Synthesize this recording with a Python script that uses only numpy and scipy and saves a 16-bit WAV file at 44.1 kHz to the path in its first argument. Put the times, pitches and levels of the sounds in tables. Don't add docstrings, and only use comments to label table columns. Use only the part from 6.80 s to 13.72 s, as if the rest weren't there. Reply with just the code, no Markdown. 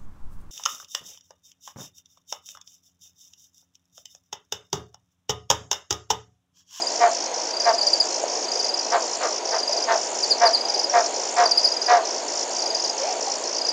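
import sys
import numpy as np
from scipy import signal
from scipy.fft import rfft, irfft, next_fast_len
from scipy.io import wavfile
from scipy.ndimage import uniform_filter1d

SR = 44100
rng = np.random.default_rng(int(sys.argv[2]) if len(sys.argv) > 2 else 0)


def unload_audio(sound):
    columns = np.transpose(np.atleast_2d(sound))
    steps = np.round(np.clip(columns, -1, 1) * 32767)
    wavfile.write(sys.argv[1], SR, steps.astype(np.int16))


N = 305172
TIME = np.arange(N) / SR

# onset t/s, duration/s, fundamental f/Hz, tone level/dB, rasp level/dB
CROAKS = [(0.196, 0.12, 231.7, -19, -21.5), (0.847, 0.084, 230, -18.5, -21),
          (2.111, 0.085, 232, -22, -19.5), (2.398, 0.093, 237.6, -33.5, -22.5),
          (2.709, 0.083, 222.6, -28, -23.5), (3.07, 0.11, 224.9, -20.5, -21),
          (3.602, 0.1084, 229.5, -17, -19.5), (4.128, 0.11, 233.2, -19, -20.5),
          (4.559, 0.13, 234.7, -20, -19), (5.074, 0.15, 236.9, -18, -19)]
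# harmonic number, level/dB
CROAK_HARMONICS = [(2, -18), (3, 0.5), (4, -8.5), (5, -14), (6, -28), (7, -19.5), (8, -18.5), (9, -24),
                   (10, -28)]
# f/Hz, level/dB
RASP_SPECTRUM = [(150, -51), (300, -31), (450, -6.5), (750, -3.5), (1100, -3.5), (1600, -5), (2100, -11),
                 (2600, -16), (3400, -19), (5000, -13), (8000, -61)]
# peak t/s, level/dB, f/Hz, duration/s
PEEPS_AND_TICK = [(1.017, -17.5, 4750, 0.015), (1.075, -14.5, 4810, 0.02), (1.136, -11.5, 4790, 0.013),
                  (1.207, -12, 4860, 0.017), (3.438, -18.5, 4740, 0.022), (3.518, -14.5, 4760, 0.032),
                  (3.667, -16, 4780, 0.033), (3.747, -15, 4750, 0.034), (4.099, -19, 5660, 0.009),
                  (4.661, -16, 4780, 0.015), (4.719, -13, 4770, 0.015), (4.781, -12, 4890, 0.019),
                  (4.852, -12, 4905, 0.024)]
# start t/s, stretch factor of the gaps
PEEP_RUNS = [(-0.264, 1.0), (0.7075, 0.975), (1.6555, 1.005), (2.69, 1.0), (3.713, 0.985), (4.733, 0.995),
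             (5.762, 1.0), (6.756, 0.95)]
# onset t/s, number of phrases, wing strokes in the last phrase
KATYDID_BOUTS = [(0.084, 3, 10), (0.8, 2, 9), (1.251, 2, 10), (1.718, 1, 10), (1.975, 3, 9), (2.655, 1, 9),
                 (2.893, 4, 9), (3.885, 3, 9), (4.565, 6, 10), (5.95, 5, 9)]
# f/Hz, level/dB
WING_RESPONSE = [(3500, -28), (4400, -11), (4900, 6.5), (5400, 3.5), (5950, 5.5), (6400, -1), (7200, 11.5),
                 (8000, -12), (8700, -5.5), (10000, -32)]
# onset t/s, end t/s, rise time/s, level/dB
HIGH_TRILL_BOUTS = [(-0.5, 0.36, 0.45, -30), (0.55, 1.45, 0.56, -31.5), (1.8, 2.53, 0.4, -30.5),
                    (2.8, 3.55, 0.46, -30.5), (3.88, 4.64, 0.41, -30.5), (5.0, 5.8, 0.47, -31.5),
                    (5.9, 6.67, 0.47, -31)]
LOW_TRILL_BOUTS = [(-0.4, 0.68, 0.3, -34), (0.94, 1.92, 0.24, -31), (1.95, 2.9, 0.25, -37.5),
                   (2.92, 3.53, 0.18, -31.5), (3.83, 4.55, 0.35, -31), (4.6, 5.25, 0.18, -39),
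                   (5.1, 6.22, 0.7, -28.5), (6.2, 6.7, 0.09, -46)]
# f/Hz, level/dB
UPPER_WING_MODE = [(7600, -33), (8250, -0.5), (8800, 3), (9500, -36.5)]
# onset t/s, level/dB, f/Hz, decay time T60/s
PLOPS = [(1.438, -2, 553, 0.014), (2.893, -17.5, 566, 0.066), (6.47, -20, 782, 0.1)]
# t/s, f/Hz, level/dB
WHOOP_CONTOUR = [(6.168, 480, -44), (6.21, 529.5, -30.5), (6.25, 598, -27), (6.28, 789, -27),
                 (6.331, 702, -30.5), (6.37, 560, -41)]
# f/Hz, level/dB
WHOOP_RASP_SPECTRUM = [(250, -25), (700, 7.5), (1400, -14), (2400, -1), (3400, -8), (5000, -34)]
# f/Hz, level/dB
CHORUS_SPECTRUM = [(30, -74.5), (100, -57), (150, -33.5), (220, -21.5), (320, -7.5), (450, -0.5),
                   (680, 3.5), (950, -3.5), (1200, -12.5), (2000, -14.5), (3000, -15.5), (4000, -17.5),
                   (7000, -16.5), (10000, -41.5)]
FAR_INSECT_SPECTRUM = [(3500, -27), (4100, -18.5), (4500, -7.5), (5200, -2), (6000, 0), (6700, 3.5),
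                       (7400, -24), (8000, -34.5), (8800, -24), (10000, -38)]
# f/Hz, decay time T60/s
BUSH_DECAY = [(300, 0.11), (800, 0.29), (2500, 0.16), (5000, 0.13), (9000, 0.013)]
# f/Hz, level/dB
HUM_PARTIALS = [(150, -77), (193, -66), (250, -57.5), (300, -57), (350, -52.5), (955, -45)]


def croak(start, length, hz, tone_db, rasp_db, attack_s=0.041, droop=0.082, jitter=0.017, dulling_db=17):
    u = np.linspace(0, 1, int(length * SR))
    push = np.interp(u, [0, np.clip(attack_s / length, .1, .9), 1], [0, 1, 0])
    arch = 1 + droop * (.2 - 3 * (u - .24) ** 2)
    cycles = np.cumsum(hz * arch * (1 + jitter * wander(len(u), 300))) / SR
    tone = sum(gain_of(db - dulling_db * (u - .45) * (k - 3) / 5)
               * np.cos(2 * np.pi * (k * cycles + rng.random())) for k, db in CROAK_HARMONICS)
    tone = unit_rms(tone * (1 + .2 * wander(len(u), 150)))
    airflow = 1 + np.exp(-(cycles % 1) / 0.21)
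    puffs = colour(airflow * rng.standard_normal(len(u)), RASP_SPECTRUM)
    dull_puffs = signal.lfilter(*signal.butter(1, 700, fs=SR), puffs)
    brightness = push ** 0.28 * (1 - u) ** 1.5
    rasp = unit_rms(puffs * brightness + 1.47 * dull_puffs * (1 - brightness))
    envelope = unit_rms(np.sin(np.pi / 2 * push) ** 1.2)
    return start, envelope * (gain_of(tone_db + 0.5) * tone + gain_of(rasp_db - 5.5) * rasp)


def peep(peak_s, db, hz, length, symmetric_s=.028, quaver_hz=45, octave_db=-30):
    u = np.linspace(0, 1, int(length * SR))
    skew = (length / symmetric_s) ** .45
    crest = .5 ** (1 / skew)
    fall = 0.021 + 5.26 * length
    slide = fall * (u - crest + 1.6 * (u - crest) ** 2 * length / symmetric_s)
    phase = 2 * np.pi * np.cumsum(hz * (1 - slide) + quaver_hz * wander(len(u), 493)) / SR
    envelope = np.sin(np.pi * u ** skew) * (1 + .13 * wander(len(u), 700))
    whistle = np.sin(phase) + gain_of(octave_db) * np.sin(2 * phase)
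    return peak_s - length * crest, gain_of(db + 3.5) * envelope * whistle


def peep_run(start, stretch, count=9, warm_db=-19.5, warm_hz=4924, peep_s=.0145):
    k = np.arange(count)
    gaps = .0495 - .018 * np.exp(-(k / 3.15) ** 2)
    cold = np.exp(-k / 1.8)
    level_scatter, pitch_scatter, length_scatter = rng.standard_normal((count, 3)).T
    times = start + stretch * (np.cumsum(gaps) - gaps)
    levels = warm_db - 12 * cold + 1.3 * level_scatter
    pitches = warm_hz - 190 * cold + 40 * pitch_scatter
    return zip(times, levels, pitches, peep_s * np.exp(.12 * length_scatter))


def katydid(db=-31.5, uneven_db=1.9, tooth_s=.001603, ring_hz=5600, glide_hz=1300, ring_s=0.003006):
    clicks = np.zeros(N)
    teeth = np.array([0.82, -0.59, 1.0, 0.22, 0.66])
    for start in stroke_times():
        force = teeth * gain_of(uneven_db * rng.standard_normal())
        force *= 1 + 0.051 * rng.standard_normal(len(teeth))
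        spacing = tooth_s * rng.normal(1, .008)
        stroke = np.zeros(512)
        stroke[np.round(np.arange(len(teeth)) * spacing * SR).astype(int)] = force
        add(clicks, start + rng.normal(0, .0003), stroke)
    u = np.linspace(-1, 1, int(ring_s * SR))
    ring = np.hanning(len(u)) ** .5 * np.sin(2 * np.pi * np.cumsum(ring_hz - glide_hz * u) / SR)
    return gain_of(db) * colour(np.convolve(clicks, ring, "same"), WING_RESPONSE)


def stroke_times(phrase_s=.2294, stroke_s=.0183, phrase_strokes=9):
    return [start + phrase * phrase_s + stroke * stroke_s
            for start, phrases, last in KATYDID_BOUTS for phrase in range(phrases)
            for stroke in range(last if phrase == phrases - 1 else phrase_strokes)]


def trill(bouts, strokes_hz, top_hz, bottom_hz, rough_rad, gain_db, upper_db):
    strokes = np.cumsum(strokes_hz * (1 + .025 * wander(N, 30))) / SR
    u = strokes % 1
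    hz = top_hz + (bottom_hz - top_hz) * u + 90 * wander(N, 80)
    whistle = np.sin(2 * np.pi * np.cumsum(hz) / SR + rough_rad * wander(N, 2000))
    upper_mode = gain_of(upper_db) * colour(rng.standard_normal(N), UPPER_WING_MODE)
    pulses = np.sin(np.pi * u) ** 6
    pulses *= (1 + 0.21 * np.cos(np.pi * strokes)) * gain_of(2.1 * wander(N, 70))
    return gain_of(gain_db) * trill_envelope(bouts) * unit_rms(pulses * (whistle + upper_mode))


def trill_envelope(bouts, rise_db=26, stop_s=0.022):
    envelopes = [gain_of(db - rise_db * np.maximum(1 - (TIME - start) / rise_s, 0))
                 * np.clip((end - TIME) / stop_s + .5, 0, 1) for start, end, rise_s, db in bouts]
    return np.max(envelopes, axis=0)


def plop(start, db, hz, t60, sharp=0.56):
    t = np.arange(SR // 5) / SR
    cycles = hz * (t + sharp * 0.0016 * (1 - np.exp(-t / 0.0025)))
    attack = 1 - np.exp(-(t / 0.0017) ** 2)
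    return start, gain_of(db - 60 * t / t60) * attack * np.sin(2 * np.pi * cycles)


def whoop(jitter=0.062, rasp_db=-10.5):
    times, hz, db = np.transpose(WHOOP_CONTOUR)
    t = np.arange(times[0], times[-1], 1 / SR)
    phase = 2 * np.pi * np.cumsum(np.interp(t, times, hz) * (1 + jitter * wander(len(t), 302))) / SR
    rasp = gain_of(rasp_db) * colour(rng.standard_normal(len(t)), WHOOP_RASP_SPECTRUM)
    return times[0], gain_of(np.interp(t, times, db)) * (np.sqrt(2) * np.sin(phase) + rasp)


def far_peeps(per_s=36, db=-42.0, hz=4550):
    direct = np.zeros(N)
    for slot, (delay, level, pitch) in enumerate(rng.uniform(-1.4, 1, (int(per_s * N / SR), 3))):
        add(direct, *peep((slot + .5 * delay) / per_s, db + 3 * level, hz + 200 * pitch, length=.016))
    return direct + 0.61 * bush_echoes(direct)


def far_chorus(db=-31.0, patchy_db=2, swell_db=0.3):
    hz, _, bands = signal.stft(rng.standard_normal(N), SR, nperseg=1024, noverlap=768)
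    patches = uniform_filter1d(rng.standard_normal(bands.shape), size=5, axis=0)
    patches = unit_rms(uniform_filter1d(patches, size=10, axis=1))
    bands *= gain_of(patchy_db * patches / (1 + (hz[:, None] / 1500) ** 2))
    murmur = signal.istft(bands, nperseg=1024, noverlap=768)[1][:N]
    return gain_of(db - swell_db * wander(N, 4)) * colour(murmur, CHORUS_SPECTRUM)


def far_insects(db=-39.5):
    return gain_of(db) * colour(rng.standard_normal(N), FAR_INSECT_SPECTRUM) * gain_of(wander(N, 100))


def bush_echoes(x, returns_per_s=2500):
    size = SR // 2
    returns = rng.standard_normal(size) * (rng.random(size) < returns_per_s / SR)
    returns *= np.arange(size) > 120
    hz, t, bands = signal.stft(returns, SR, nperseg=256)
    decay = gain_of(-60 * t / curve_at(BUSH_DECAY, hz)[:, None])
    tail = signal.istft(bands * decay, SR, nperseg=256)[1]
    return signal.fftconvolve(x, tail / np.linalg.norm(tail))[:N]


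def mains_hum():
    return sum(gain_of(db) * np.sqrt(2) * np.sin(2 * np.pi * (hz * TIME + rng.random()))
               for hz, db in HUM_PARTIALS)


def gain_of(db):
    return 10 ** (np.asarray(db) / 20)


def unit_rms(x):
    return x / np.sqrt(np.mean(x ** 2) + 1e-20)


def curve_at(points, hz):
    f, value = np.transpose(points)
    return np.interp(np.log(hz + 1), np.log(f), value)


def colour(x, spectrum):
    size = next_fast_len(len(x) + 512)
    response = gain_of(curve_at(spectrum, np.fft.rfftfreq(size, 1 / SR)))
    return unit_rms(irfft(rfft(x, size) * response, size)[:len(x)])


def wander(size, per_s):
    at = np.arange(size) * per_s / SR
    return np.interp(at, np.arange(4096), rng.standard_normal(4096))


def add(mix, start, sound):
    at = round(start * SR)
    part = mix[max(at, 0):][:max(len(sound) + min(at, 0), 0)]
    part += sound[max(-at, 0):][:len(part)]


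def scene():
    low_calls, peeps = np.zeros(N), far_peeps()
    for row in CROAKS:
        add(low_calls, *croak(*row))
    for row in PLOPS:
        add(low_calls, *plop(*row))
    add(low_calls, *whoop())
    for row in PEEPS_AND_TICK:
        add(peeps, *peep(*row))
    for run in PEEP_RUNS:
        for note in peep_run(*run):
            add(peeps, *peep(*note))
    insects = katydid()
    insects += trill(HIGH_TRILL_BOUTS, strokes_hz=69.4, top_hz=8220, bottom_hz=6000,
                     rough_rad=0.23, gain_db=-7.5, upper_db=-20.5)
    insects += trill(LOW_TRILL_BOUTS, strokes_hz=55.3, top_hz=7300, bottom_hz=5860,
                     rough_rad=0.64, gain_db=-8.5, upper_db=-28)
    echoes = bush_echoes(gain_of(-14.5) * low_calls + gain_of(-11.5) * peeps + gain_of(-15.5) * insects)
    background = far_insects() + mains_hum() + far_chorus()
    return (low_calls + peeps + insects + echoes + background)[None]


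def record(dry, low_hz=130, high_hz=10300):
    thin = signal.sosfilt(signal.butter(4, low_hz, "high", fs=SR, output="sos"), dry)
    low_pass = signal.firwin(511, high_hz, window=("kaiser", 9), fs=SR)
    return signal.oaconvolve(thin, low_pass[None], "same")


dry = scene()
out = record(dry)
unload_audio(out)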